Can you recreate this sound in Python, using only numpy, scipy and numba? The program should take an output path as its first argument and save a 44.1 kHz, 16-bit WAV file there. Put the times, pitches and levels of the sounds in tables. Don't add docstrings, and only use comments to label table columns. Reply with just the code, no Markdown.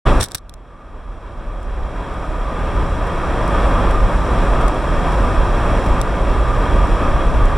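import sys
import numpy as np
from scipy import signal
from scipy.fft import irfft
from scipy.io import wavfile
from scipy.ndimage import uniform_filter1d
from numba import njit

SR = 44100
rng = np.random.default_rng(int(sys.argv[2]) if len(sys.argv) > 2 else 0)


def dump_mix(stems):
    frames = np.atleast_2d(stems).T
    limited = np.clip(frames, -1, 1)
    pcm = np.round(limited * 32767).astype(np.int16)
    wavfile.write(sys.argv[1], SR, pcm)


N = 333837
TIME_S = np.arange(N) / SR
FREQS_HZ = np.maximum(np.fft.rfftfreq(N, 1 / SR), 1)

# freq_hz, relative_density_db
CABIN_AIR_SPECTRUM = [(14, -18), (21, -2), (31, -2), (42, 0.5), (52, -1.5), (62, -8), (72, -11.5),
                      (95, -17), (160, -42)]
BODY_PANEL_SPECTRUM = [(55, -26), (85, 6), (112, 2.5), (140, 1.3), (172, 3), (215, -3), (290, -0.85),
                       (370, -1.04), (460, -3), (570, 0.7), (690, -3.5), (850, -9), (1100, -33.5),
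                       (2000, -54)]
TREAD_SPECTRUM = [(500, -8), (850, -4.5), (985, 2.15), (1070, -2.5), (1280, -3.5), (1380, -7), (1550, -6.5),
                  (1850, -10), (2300, -14.5), (2650, -16.5), (2950, -21.5), (3250, -14), (3700, -27.5),
                  (5000, -36)]
WINDOW_SEAL_SPECTRUM = [(2500, -53), (3900, 9.5), (4400, -11), (5000, 1.5), (5600, 6), (6400, -4.5),
                        (7200, 1), (7750, -3.5), (8300, -0.5), (8900, -4.5), (10500, -7.5), (11800, -20),
                        (14800, -21), (15800, -29)]
PALM_SPECTRUM = [(70, 14.5), (140, 5), (230, -1), (500, -8), (1500, -13.5), (3300, -17), (5000, -35)]
CASE_SPECTRUM = [(100, 10), (700, -10.5), (1800, 2), (2600, -13), (3400, 3), (3850, 5.5), (4600, -3),
                 (5600, 5), (7000, -4.5), (8200, 2.5), (10500, -5.5), (12500, -19), (15500, -17)]
CASE_SNAP_SPECTRUM = [(7000, -14), (10000, -2), (13000, 0), (15000, -8), (16000, -11)]
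DRAUGHT_SPECTRUM = [(45, -2), (110, 2), (190, -6), (300, -13), (550, -28)]
TRIM_SPECTRUM = [(1000, -27), (4000, -11), (8000, -7.5), (11000, -15), (12500, -25), (15500, -30)]
# centre_s, length_s, rise_db
ROAD_BUMPS = [(.5, 0.13, 7.5), (1.1, 0.63, 4), (1.48, 0.16, 5), (1.77, 0.17, 5.5), (2.3, .3, 1.5),
              (2.85, 0.23, 6), (3.98, 0.18, 5.5), (5.4, .25, 2), (5.93, 0.12, 6), (6.35, 0.42, 3),
              (6.85, 0.33, 2), (7.38, 0.47, 6.5)]
ASPHALT_STRETCHES = [(.08, 0.12, 3), (2.02, 0.4, 1.5), (2.75, 0.34, 1.4), (3.68, .36, 2), (4.44, 0.19, 1.6),
                     (4.8, .16, -0.5), (5.2, 0.35, 1.5), (5.78, 0.35, 2), (6.9, 0.68, 1.3)]
# firing_multiple, level_db
ENGINE_ORDERS = [(1, -31.5), (2, -36), (3, -39.5)]
# start_s, length_s, level_db
FINGER_STROKES = [(0.198, 0.065, -15.5), (.27, .08, -34), (0.349, 0.034, -16)]
# start_s, level_db, decay_ms
PALM_THUMPS = [(.062, -10, 32), (.088, -14, 18), (.207, -9.5, 12), (.222, -6.5, 22), (.347, 6, 7.3)]
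CASE_CLICKS = [(.2099, -12, 0.83), (.2392, 4.5, 2.5), (.2456, 0.5, 1.5), (.2566, -13, 2.5),
               (.2856, -8, 1.2), (.3116, -15, 3.1), (.3183, 0, 0.83), (.3468, 7, 4.6), (.3497, 10.5, 2.2),
               (.352, 9.5, 1.6), (.3556, 5, 2.7), (.3736, -6, 2), (.4948, -2.5, 1.2), (.5392, -6, 1.6),
               (6.0145, -11.5, 0.97)]
DRAUGHT_PUFFS = [(1.405, -22, 15), (3.255, -29, 28), (6.93, -29, 30), (7.33, -33, 49)]
TRIM_TICKS = [(1.63, -26, 1), (2.14, -35, 2), (3.07, -39, 3), (3.478, -30, 1.6), (3.9092, -33, 2.7),
              (4.6108, -39, 12), (4.6812, -24, 2.1), (5.1216, -39, 8), (5.8624, -35, 3), (6.872, -38, 2.1),
              (7.4542, -35, 2.6)]
# centre_hz, width_hz, gain_db
CAMERA_NOTCHES = [(2040, 130, -17), (3065, 150, -20), (4105, 120, -14), (5125, 120, -16), (6145, 120, -12),
                  (6550, 650, -10)]


def undb(db):
    return 10 ** (np.asarray(db) / 20)


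def colour(spectrum):
    hz, db = np.transpose(spectrum)
    skirts = np.minimum(FREQS_HZ / hz[0], 1) * np.minimum(hz[-1] / FREQS_HZ, 1)
    return undb(np.interp(np.log(FREQS_HZ), np.log(hz), db)) * skirts ** 4


def noise(response, side_db, diffuse=False, unrelated_hz=11400):
    draw = rng.standard_normal((4, len(FREQS_HZ)))
    mid, side = (draw[:2] + 1j * draw[2:]) * response
    side_gain = np.hypot(undb(side_db), diffuse * np.minimum(FREQS_HZ / unrelated_hz, 1) ** 2)
    mid, side = irfft(mid, N), irfft(side * side_gain, N)
    return (mid + side * np.array([[1], [-1]])) / np.std(mid)


def wander(rate_hz):
    hold = int(SR / rate_hz)
    steps = np.repeat(rng.standard_normal(N // hold + 1), hold)
    smooth = uniform_filter1d(uniform_filter1d(steps, hold), hold)[:N]
    return smooth / np.sqrt(np.mean(smooth ** 2))


def balance(right_db):
    return undb(np.array([[-right_db], [right_db]]) / 2)


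def swells_db(features):
    return sum(rise_db * 0.5 ** ((2 * (TIME_S - centre_s) / length_s) ** 2)
               for centre_s, length_s, rise_db in features)


def bursts(events, rise_ms):
    power = np.zeros(N)
    age_ms = 1000 * np.arange(SR // 4) / SR
    attack = 1 - np.exp(-age_ms / rise_ms)
    for start_s, level_db, decay_ms in events:
        start = int(start_s * SR)
        burst = undb(level_db) * attack * np.exp(-age_ms / decay_ms)
        power[start:start + len(burst)] += burst[:N - start] ** 2
    return np.sqrt(power)


def cabin_boom(road_db, level_db=-15.5):
    air = noise(colour(CABIN_AIR_SPECTRUM), side_db=-17.5)
    return air * undb(level_db + road_db + swells_db(ROAD_BUMPS) + 0.72 * wander(14))


def engine_hum(firing_hz=60.66):
    phase = 2 * np.pi * np.cumsum(firing_hz * (1 + 0.0122 * wander(3))) / SR
    return sum(undb(level_db + 2.5 * wander(6)) * np.sqrt(2) * np.sin(multiple * phase)
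               for multiple, level_db in ENGINE_ORDERS)


def air_ring(pitch_hz, width_hz, level_db):
    stage_width_hz = 1.49 * width_hz
    detuning = (FREQS_HZ / pitch_hz - pitch_hz / FREQS_HZ) * pitch_hz / stage_width_hz
    return undb(level_db) * noise(1 / (1 + 1j * detuning) ** 2, side_db=-24.5)


def tyres(road_db, rumble_db=-20.5, tread_db=-23.5):
    patches = wander(24)
    rumble = noise(colour(BODY_PANEL_SPECTRUM), side_db=-29.5) * undb(rumble_db + 0.34 * patches)
    tread = noise(colour(TREAD_SPECTRUM), side_db=-21.5, diffuse=True) * undb(tread_db + 0.74 * patches)
    cavity = air_ring(pitch_hz=247, width_hz=18.6, level_db=-35)
    grooves = air_ring(pitch_hz=1194, width_hz=84, level_db=-28.6) * undb(2 * wander(12))
    return (rumble + tread + cavity + grooves) * undb(road_db)


def wind(road_db, level_db=-44):
    hiss = noise(colour(WINDOW_SEAL_SPECTRUM), side_db=-11.5, diffuse=True)
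    return hiss * undb(level_db + road_db + 0.3 * wander(3.17)) * balance(right_db=1.5)


def palm_thumps():
    return noise(colour(PALM_SPECTRUM), side_db=-21) * bursts(PALM_THUMPS, rise_ms=0.93)


def finger_slips(attack_s=0.032, release_s=0.004):
    pressure = np.zeros(N)
    for start_s, length_s, level_db in FINGER_STROKES:
        press = np.clip((TIME_S - start_s) / attack_s, 0, 1)
        lift = np.exp(-np.maximum(TIME_S - start_s - length_s, 0) / release_s)
        pressure += undb(level_db) * press * lift
    return pressure * undb(3.9 * wander(600))


def camera_case(slips, snap_db=-10.5, snap_db_per_db=1.66):
    clicks = bursts(CASE_CLICKS, rise_ms=0.11)
    plastic = noise(colour(CASE_SPECTRUM), side_db=-2.5) * np.hypot(slips, clicks)
    snap = noise(colour(CASE_SNAP_SPECTRUM), side_db=-4.5) * undb(snap_db) * clicks ** snap_db_per_db
    return plastic + snap


def draught():
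    return noise(colour(DRAUGHT_SPECTRUM), side_db=2) * bursts(DRAUGHT_PUFFS, rise_ms=2.5)


def trim_ticks(faint_count=40):
    faint = [(when * (N - 1) / SR, -50 + 7 * size, 2) for when, size in rng.random((faint_count, 2))]
    return noise(colour(TRIM_SPECTRUM), side_db=-4) * bursts(list(TRIM_TICKS) + faint, rise_ms=0.11)


@njit
def gain_cut_db(excess_db, attack_s, release_s, creep_db_per_s):
    cuts_db, cut_db = np.empty(len(excess_db)), 0.
    for i in range(len(excess_db)):
        if excess_db[i] > cut_db:
            cut_db += (excess_db[i] - cut_db) / (attack_s * SR)
        else:
            cut_db = max(cut_db - (cut_db / release_s + creep_db_per_s) / SR, 0.)
        cuts_db[i] = cut_db
    return cuts_db


def gain_control(x, treble_hz=3000, threshold_db=-27):
    treble = signal.sosfilt(signal.butter(4, treble_hz, "high", fs=SR, output="sos"), x)
    power = uniform_filter1d(np.mean(treble ** 2, axis=0), size=220)
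    excess_db = 10 * np.log10(np.abs(power) + 1e-12) - threshold_db
    return x * undb(-gain_cut_db(excess_db, attack_s=0.007, release_s=3.03, creep_db_per_s=5.))


def scene(easing_db_per_s=0.3545):
    road_db = swells_db(ASPHALT_STRETCHES) - easing_db_per_s * TIME_S
    cabin = (cabin_boom(road_db) + engine_hum()) * balance(right_db=1.1)
    ride = cabin + tyres(road_db) + wind(road_db)
    return ride + draught() + camera_case(finger_slips()) + palm_thumps() + trim_ticks()


def record(dry):
    unmute_s, fade_s, ceiling, lowpass_hz = 0.052, 0.016, 2.1, 15900
    x = dry
    for centre_hz, width_hz, gain_db in CAMERA_NOTCHES:
        band = signal.lfilter(*signal.iirpeak(centre_hz, centre_hz / width_hz, fs=SR), x)
        x = x - (1 - undb(gain_db)) * band
    x = x * np.clip((TIME_S - unmute_s) / fade_s, 0, 1)
    x = gain_control(x)
    x = ceiling * np.tanh(x / ceiling)
    return signal.sosfilt(signal.ellip(8, 0.2, 70, lowpass_hz, fs=SR, output="sos"), x)


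dry = scene()
out = record(dry)
dump_mix(out)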